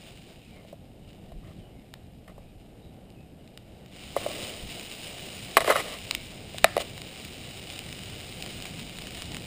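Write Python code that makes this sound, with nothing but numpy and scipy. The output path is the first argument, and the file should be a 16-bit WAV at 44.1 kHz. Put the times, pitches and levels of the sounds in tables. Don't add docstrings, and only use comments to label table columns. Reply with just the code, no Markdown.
import sys
import numpy as np
from scipy import signal
from scipy.fft import rfft, irfft
from scipy.io import wavfile
from scipy.ndimage import uniform_filter1d, minimum_filter1d

SR = 44100
rng = np.random.default_rng(int(sys.argv[2]) if len(sys.argv) > 2 else 0)


def dump_mix(stems):
    frames = np.atleast_2d(stems).T
    limited = np.clip(frames, -1, 1)
    pcm = np.round(limited * 32767).astype(np.int16)
    wavfile.write(sys.argv[1], SR, pcm)


N = 417186
TIME = np.arange(N) / SR
SHORT = 2048
DROP_S = 4.15

# frequency in Hz, relative spectral density in dB.
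HISS_COLOUR = [(1000, -5), (5000, 1), (6100, -7), (7200, -1), (9300, 6), (10600, -6), (12000, 11.5),
               (14000, -5)]
WIND_COLOUR = [(12, -22.5), (28, -1.5), (55, -4.5), (90, -15.5), (200, -15.5), (2000, -110)]
THUMP_COLOUR = [(40, -10), (130, 2), (330, -1), (500, -6), (1000, -35), (5000, -90)]
ROAR_COLOUR = [(120, -8.5), (300, 2), (420, 2), (560, 1), (740, 1), (1000, -15), (1500, -18), (3000, -23),
               (8000, -80)]
RUMBLE_COLOUR = [(30, -11), (80, 0), (130, -0.5), (190, -1), (280, -7.5), (500, -20), (5000, -100)]
CRACKLE_COLOUR = [(300, -12.5), (1100, -12.5), (1700, -11.5), (2300, -3), (2680, -3), (2890, 1.5),
                  (3330, -5.5), (3850, -3), (4400, -11), (5100, -7), (5700, -18.5), (6350, -19),
                  (6900, -9.5), (7500, -13.5), (9200, -9), (10600, -27.5), (13500, -27), (14950, -12)]
# start and length in seconds, first and last pitch in Hz, level in dB.
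BIRD_CALLS = [(.36, 0.13, 2800, 2380, -68), (0.466, .19, 2520, 1940, -68), (.99, 0.17, 3110, 2660, -74),
              (1.557, .16, 3350, 2620, -68.5), (1.66, .23, 2215, 2080, -75), (2.36, .2, 2220, 2620, -74),
              (2.81, .06, 3750, 4000, -69), (3.138, 0.086, 2640, 2580, -66)]
# start and length in seconds, level in dB.
LOW_BUFFETS = [(0.997, 0.14, -61), (1.32, 0.084, -42.5), (4.548, 0.21, -42), (5.597, 0.044, -32),
               (6.629, 0.033, -30)]
# frequency in Hz, T60 in ms, relative level in dB.
CASE_MODES = [(500, 12, 3), (590, 25, 5), (656, 60, -8), (1064, 25, -5.5), (1130, 33, -11),
              (1200, 22, -7.5), (1610, 6.8, -9.5), (1800, 16, -5), (2006, 15, 3), (2410, 21, -8),
              (2860, 21, -7), (3810, 45, -11.5), (4440, 12, -42), (5130, 7, -35), (7200, 6.9, -7),
              (8140, 11, -16), (8020, 14, -4), (9300, 10, -2), (9900, 13.4, -1.5), (10900, 5.3, -0.5),
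              (13230, 16, -5), (12960, 9.8, -14), (13700, 8, -12)]
# start and length in seconds, level in dB, treble corner in Hz.
CASE_RUBS = [(0.547, 0.078, -61, 500), (1.412, 0.13, -58, 900), (4.176, 0.17, -42.5, 120),
             (4.291, 0.32, -47.5, 120), (5.609, 0.019, -29.5, 3500), (5.651, 0.026, -35, 6000),
             (5.681, 0.056, -25, 2580), (5.732, 0.094, -30.5, 4200), (5.816, 0.17, -43, 3000)]
# start in seconds, contact in ms, then thud, knock and clack levels in dB.
HITS = [(0.562, 4.3, -53, -70, -59), (0.649, 0.97, -48.5, -69, -72), (0.728, 4, -39.5, -58, -72),
        (1.226, 3.1, -54, -66.5, -71), (1.319, 4.1, -44.5, -67, -61), (2.278, 4.7, -52, -52.5, -53.5),
        (2.293, 16, -49.5, -56, -61.5), (2.379, 5.5, -44.5, -97, -67), (4.165, 1.6, -20, -52, -54),
        (4.17, 8.6, -32, -50.5, -39), (4.2624, 2.1, -25.5, -39, -53), (5.5689, 3.5, -17, -10.5, -16.5),
        (5.576, 1.9, -29, -27, -21.5), (5.5807, 3, -24, -23.5, -31), (5.606, 1.7, -33, -30.5, -29),
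        (5.645, 2.5, -30, -32, -35), (5.6757, 11, -22.5, -23.5, -29.5), (5.6996, 12.7, -16, -21, -28),
        (5.705, 10, -30, -26, -26), (5.7566, 1.6, -34, -22.5, -37), (5.764, 1.5, -40, -25.5, -31.5),
        (6.544, 2.2, -38, -58, -59), (6.6433, 1.4, -12.5, -15.5, -13), (6.767, 1.3, -19, -37, -32.5),
        (6.7777, 1.8, -22.5, -41, -33), (6.801, 14, -33.5, -41, -43)]
HIT_BANDS = [(200, 800), (900, 1550), (1550, 5000), (5000, 16000)]
# start in seconds, bump peak in dB.
OVERLOADS = [(5.572, -25), (6.647, -23)]
# start in seconds, level in dB, low band against the middle in dB.
LOUD_POPS = [(1.9392, -38, -2.5), (3.1032, -53, -16), (3.4765, -51.5, -18), (3.5752, -40, -10),
             (3.8606, -50.5, -9), (4.7963, -35, -22), (4.915, -37.5, -18), (6.1105, -19.5, -11),
             (6.1497, -22, -19), (6.5834, -29, -10.5), (6.6438, -15, -2), (6.9786, -38, -2),
             (7.0177, -34.5, -10), (7.25, -36.5, -20), (7.7013, -38, -19), (7.7912, -30.5, -17),
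             (7.927, -35.5, -12), (8.4243, -30.5, -22), (8.4623, -34.5, -8), (8.6232, -34, -13),
             (8.6547, -34, -5), (8.795, -39, -8), (8.9863, -35.5, -6), (9.0707, -38, -11),
             (9.1766, -40, -6), (9.221, -31, -11), (9.3189, -37, -13), (9.346, -33.5, -9),
             (9.3681, -32.5, -6)]
POP_BANDS = [(600, 1800), (1800, 4500), (4500, 16000)]
# start and length in seconds, level in dB.
BRANCH_BRUSHES = [(0.03, 0.12, -62), (0.654, 0.088, -58), (3.865, 0.32, -50), (6.788, 0.045, -33.5)]
# time in seconds, base level of the crackle in dB.
LEAF_LEVELS = [(0.0, -52), (0.89, -64.5), (1.55, -61), (1.76, -64.5), (3.19, -64.5), (3.9, -61.5),
               (4.14, -45.5), (4.35, -40), (4.56, -45), (5.01, -43), (5.53, -44), (5.74, -39.5),
               (6.22, -46.5), (7.45, -45.5), (7.64, -45), (8.51, -43.5), (8.8, -45.5), (9.46, -45)]


def undb(db):
    return 10 ** (np.asarray(db) / 20)


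def rms(x):
    return np.sqrt(np.mean(x ** 2) + 1e-20)


def unit(x):
    return x / rms(x)


def add(track, start_s, sound):
    i = max(int(start_s * SR), 0)
    track[i:i + len(sound)] += sound[:max(N - i, 0)]


def add_swells(strength, table):
    for start_s, length_s, db in table:
        add(strength, start_s, undb(db) * np.hanning(int(length_s * SR)))


def wander(per_s):
    hold = max(int(SR / per_s), 1)
    steps = np.repeat(rng.standard_normal(N // hold + 1), hold)
    return unit(uniform_filter1d(uniform_filter1d(steps, hold), hold)[:N])


def gains(colour, size):
    hz, db = np.transpose(colour)
    bin_hz = np.fft.rfftfreq(size, 1 / SR)
    return undb(np.interp(np.log(bin_hz + 1), np.log(hz), db))


def noise(colour):
    return unit(irfft(rfft(rng.standard_normal(N)) * gains(colour, N), N))


def response(colour):
    cepstrum = irfft(np.log(gains(colour, SHORT)))
    cepstrum[1:SHORT // 2] *= 2
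    cepstrum[SHORT // 2 + 1:] = 0
    return irfft(np.exp(rfft(cepstrum)))


def ring(x, impulse):
    return signal.fftconvolve(x, impulse)[:len(x)]


def filtered(x, kind, hz, order=1):
    return signal.sosfilt(signal.butter(order, hz, kind, fs=SR, output="sos"), x)


def voiced(hit, bands, levels_db, attack):
    parts = [filtered(hit, "band", edges, order=3) for edges in bands]
    return sum(part * undb(db) / rms(part[:attack]) for part, db in zip(parts, levels_db))


def impact(decay_ms, chatter):
    age_ms = 1000 * np.arange(SHORT) / SR
    push = chatter * rng.standard_normal(SHORT) * np.exp(-age_ms / decay_ms)
    push[0] += 1
    return push


def clicks(per_s, spread_db, size=N):
    hit = rng.random(size) < per_s / SR
    sign = rng.choice([-1, 1], size)
    strength = np.minimum(rng.exponential(size=size), 5)
    return hit * sign * undb(spread_db * strength)


def scatter(x, t60_s, wet_db):
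    t = np.arange(SR // 2) / SR
    tail = rng.standard_normal(len(t)) * np.exp(-np.log(1000) * t / t60_s) * (t > .011)
    tail = filtered(tail, "band", [700, 5000])
    return x + undb(wet_db) * ring(x, tail / np.linalg.norm(tail))


def microphone_hiss(level_db=-70.5):
    return undb(level_db) * noise(HISS_COLOUR)


def birds():
    out = np.zeros(N)
    waver = 1 + .0262 * wander(per_s=160)
    for start_s, length_s, first_hz, last_hz, db in BIRD_CALLS:
        size = int(length_s * SR)
        hz = np.linspace(first_hz, last_hz, size) * waver[int(start_s * SR):][:size]
        whistle = np.sqrt(2) * np.sin(2 * np.pi * np.cumsum(hz) / SR)
        add(out, start_s, undb(db) * whistle * signal.windows.tukey(size, .7))
    return out


def buffeting(breeze_db=-61, sway_db=4, side_db=-28):
    strength = undb(breeze_db + sway_db * wander(per_s=3.3))
    add_swells(strength, LOW_BUFFETS)
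    middle = noise(WIND_COLOUR)
    side = undb(side_db) * noise(WIND_COLOUR) * np.array([[1], [-1]])
    return strength * (middle + side)


def case_response():
    t = np.arange(SHORT) / SR
    modes = sum(undb(db) * np.cos(2 * np.pi * hz * t) * np.exp(-np.log(1000) * t / (t60_ms / 1000))
                for hz, t60_ms, db in CASE_MODES)
    return filtered(modes, "high", hz=520)


def rubs(case):
    out = np.zeros(N)
    for start_s, length_s, db, corner_hz in CASE_RUBS:
        size = int(length_s * SR)
        slips = clicks(per_s=3500, spread_db=1.5, size=size) * signal.windows.tukey(size, .5)
        softened = signal.lfilter([1], [1, -np.exp(-2 * np.pi * corner_hz / SR)], slips)
        rub = signal.fftconvolve(softened, case)
        add(out, start_s, rub * undb(db) / rms(rub[:size]))
    return out


def hits(case):
    out = np.zeros(N)
    for start_s, contact_ms, thud_db, knock_db, clack_db in HITS:
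        hit = ring(impact(contact_ms, chatter=.22), case)
        tick_db = max(clack_db - 6.5, thud_db - 20.5)
        add(out, start_s, voiced(hit, HIT_BANDS, [thud_db, knock_db, clack_db, tick_db], attack=320))
    return out


def overload_bumps(rise_s=.0017):
    out = np.zeros(N)
    age = np.arange(SHORT) / SR / rise_s
    for start_s, db in OVERLOADS:
        add(out, start_s, undb(db) * age * np.exp(1 - age))
    return out * np.array([[1], [-1]])


def landing(rise_s=.14):
    age = np.maximum(TIME - DROP_S, 0) / rise_s
    return age * np.exp(1 - age)


def pile_thump(level_db=-44.5):
    return undb(level_db) * noise(THUMP_COLOUR) * landing()


def flames(leaf_db, ember_db=-57.5, rumble_db=-50.5, growth_db_per_s=1.02, flutter_db=1.5):
    roar_gain = np.hypot(undb(ember_db), undb(leaf_db - 6))
    fed = .5 + .5 * np.tanh(2 * (TIME - DROP_S))
    growth_db = 1 + growth_db_per_s * (TIME - DROP_S)
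    rumble_gain = undb(rumble_db + fed * growth_db)
    return sum(noise(colour) * gain * undb(flutter_db * wander(per_s=16))
               for colour, gain in [(ROAR_COLOUR, roar_gain), (RUMBLE_COLOUR, rumble_gain)])


def small_pops(catch_s=7.7, per_s=28, count=100):
    starts_s = catch_s + np.cumsum(rng.exponential(size=count)) / per_s
    strength, depth = rng.standard_normal((count, 2)).T
    levels_db = -42.5 + 2.5 * strength
    lows_db = -13 + 5 * depth
    return list(zip(starts_s, levels_db, lows_db))


def pops(high_db=-5.5, attack=132):
    out = np.zeros(N)
    colour = response(CRACKLE_COLOUR)
    for start_s, db, low_db in LOUD_POPS + small_pops():
        crack = ring(impact(decay_ms=1, chatter=.17), colour)
        crack = voiced(crack, POP_BANDS, [low_db, 0, high_db], attack)
        add(out, start_s, crack * undb(db) / rms(crack[:attack]))
    return out


def leaves(leaf_db, flare_s=4.95, flare_width_s=.55, full_blaze_db=-44, flicker_db=.84):
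    flare = np.exp(-((TIME - flare_s) / flare_width_s) ** 2)
    fizz = unit(clicks(per_s=5000, spread_db=3))
    ticks = unit(clicks(per_s=350, spread_db=2.8) * undb(2.6 * wander(per_s=25)))
    ticks_db = -5 - 6 * flare
    treble_db = -.5 + 1.5 * flare + .3 * (leaf_db - full_blaze_db)
    crackle = unit(ring(fizz + ticks * undb(ticks_db), response(CRACKLE_COLOUR)))
    crackle += filtered(crackle, "high", hz=4000) * (undb(treble_db) - 1)
    strength = undb(leaf_db + 1.42 + flicker_db * wander(per_s=22))
    strength += undb(-51.5) * landing()
    add_swells(strength, BRANCH_BRUSHES)
    return crackle * strength


def scene():
    leaf_db = np.interp(TIME, *np.transpose(LEAF_LEVELS))
    case = case_response()
    pit_pops = scatter(pops(), t60_s=.13, wet_db=-24.5)
    yard_pops = scatter(pit_pops, t60_s=.67, wet_db=-21.5)
    fire = leaves(leaf_db) + yard_pops + flames(leaf_db)
    on_case = scatter(hits(case), t60_s=.41, wet_db=-28.5) + rubs(case) + overload_bumps()
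    outdoors = scatter(birds(), t60_s=.35, wet_db=-5) + buffeting()
    return fire + pile_thump() + on_case + outdoors + microphone_hiss()


def record(dry, notch_hz=12000, top_hz=15200):
    gain = 1 / np.maximum(np.abs(dry).max(axis=0), 1)
    gain = uniform_filter1d(minimum_filter1d(gain, size=15), size=15)
    notched = signal.lfilter(*signal.iirnotch(notch_hz, Q=18, fs=SR), dry * gain)
    return signal.sosfilt(signal.ellip(10, .2, 70, top_hz, fs=SR, output="sos"), notched)


dry = scene()
out = record(dry)
dump_mix(out)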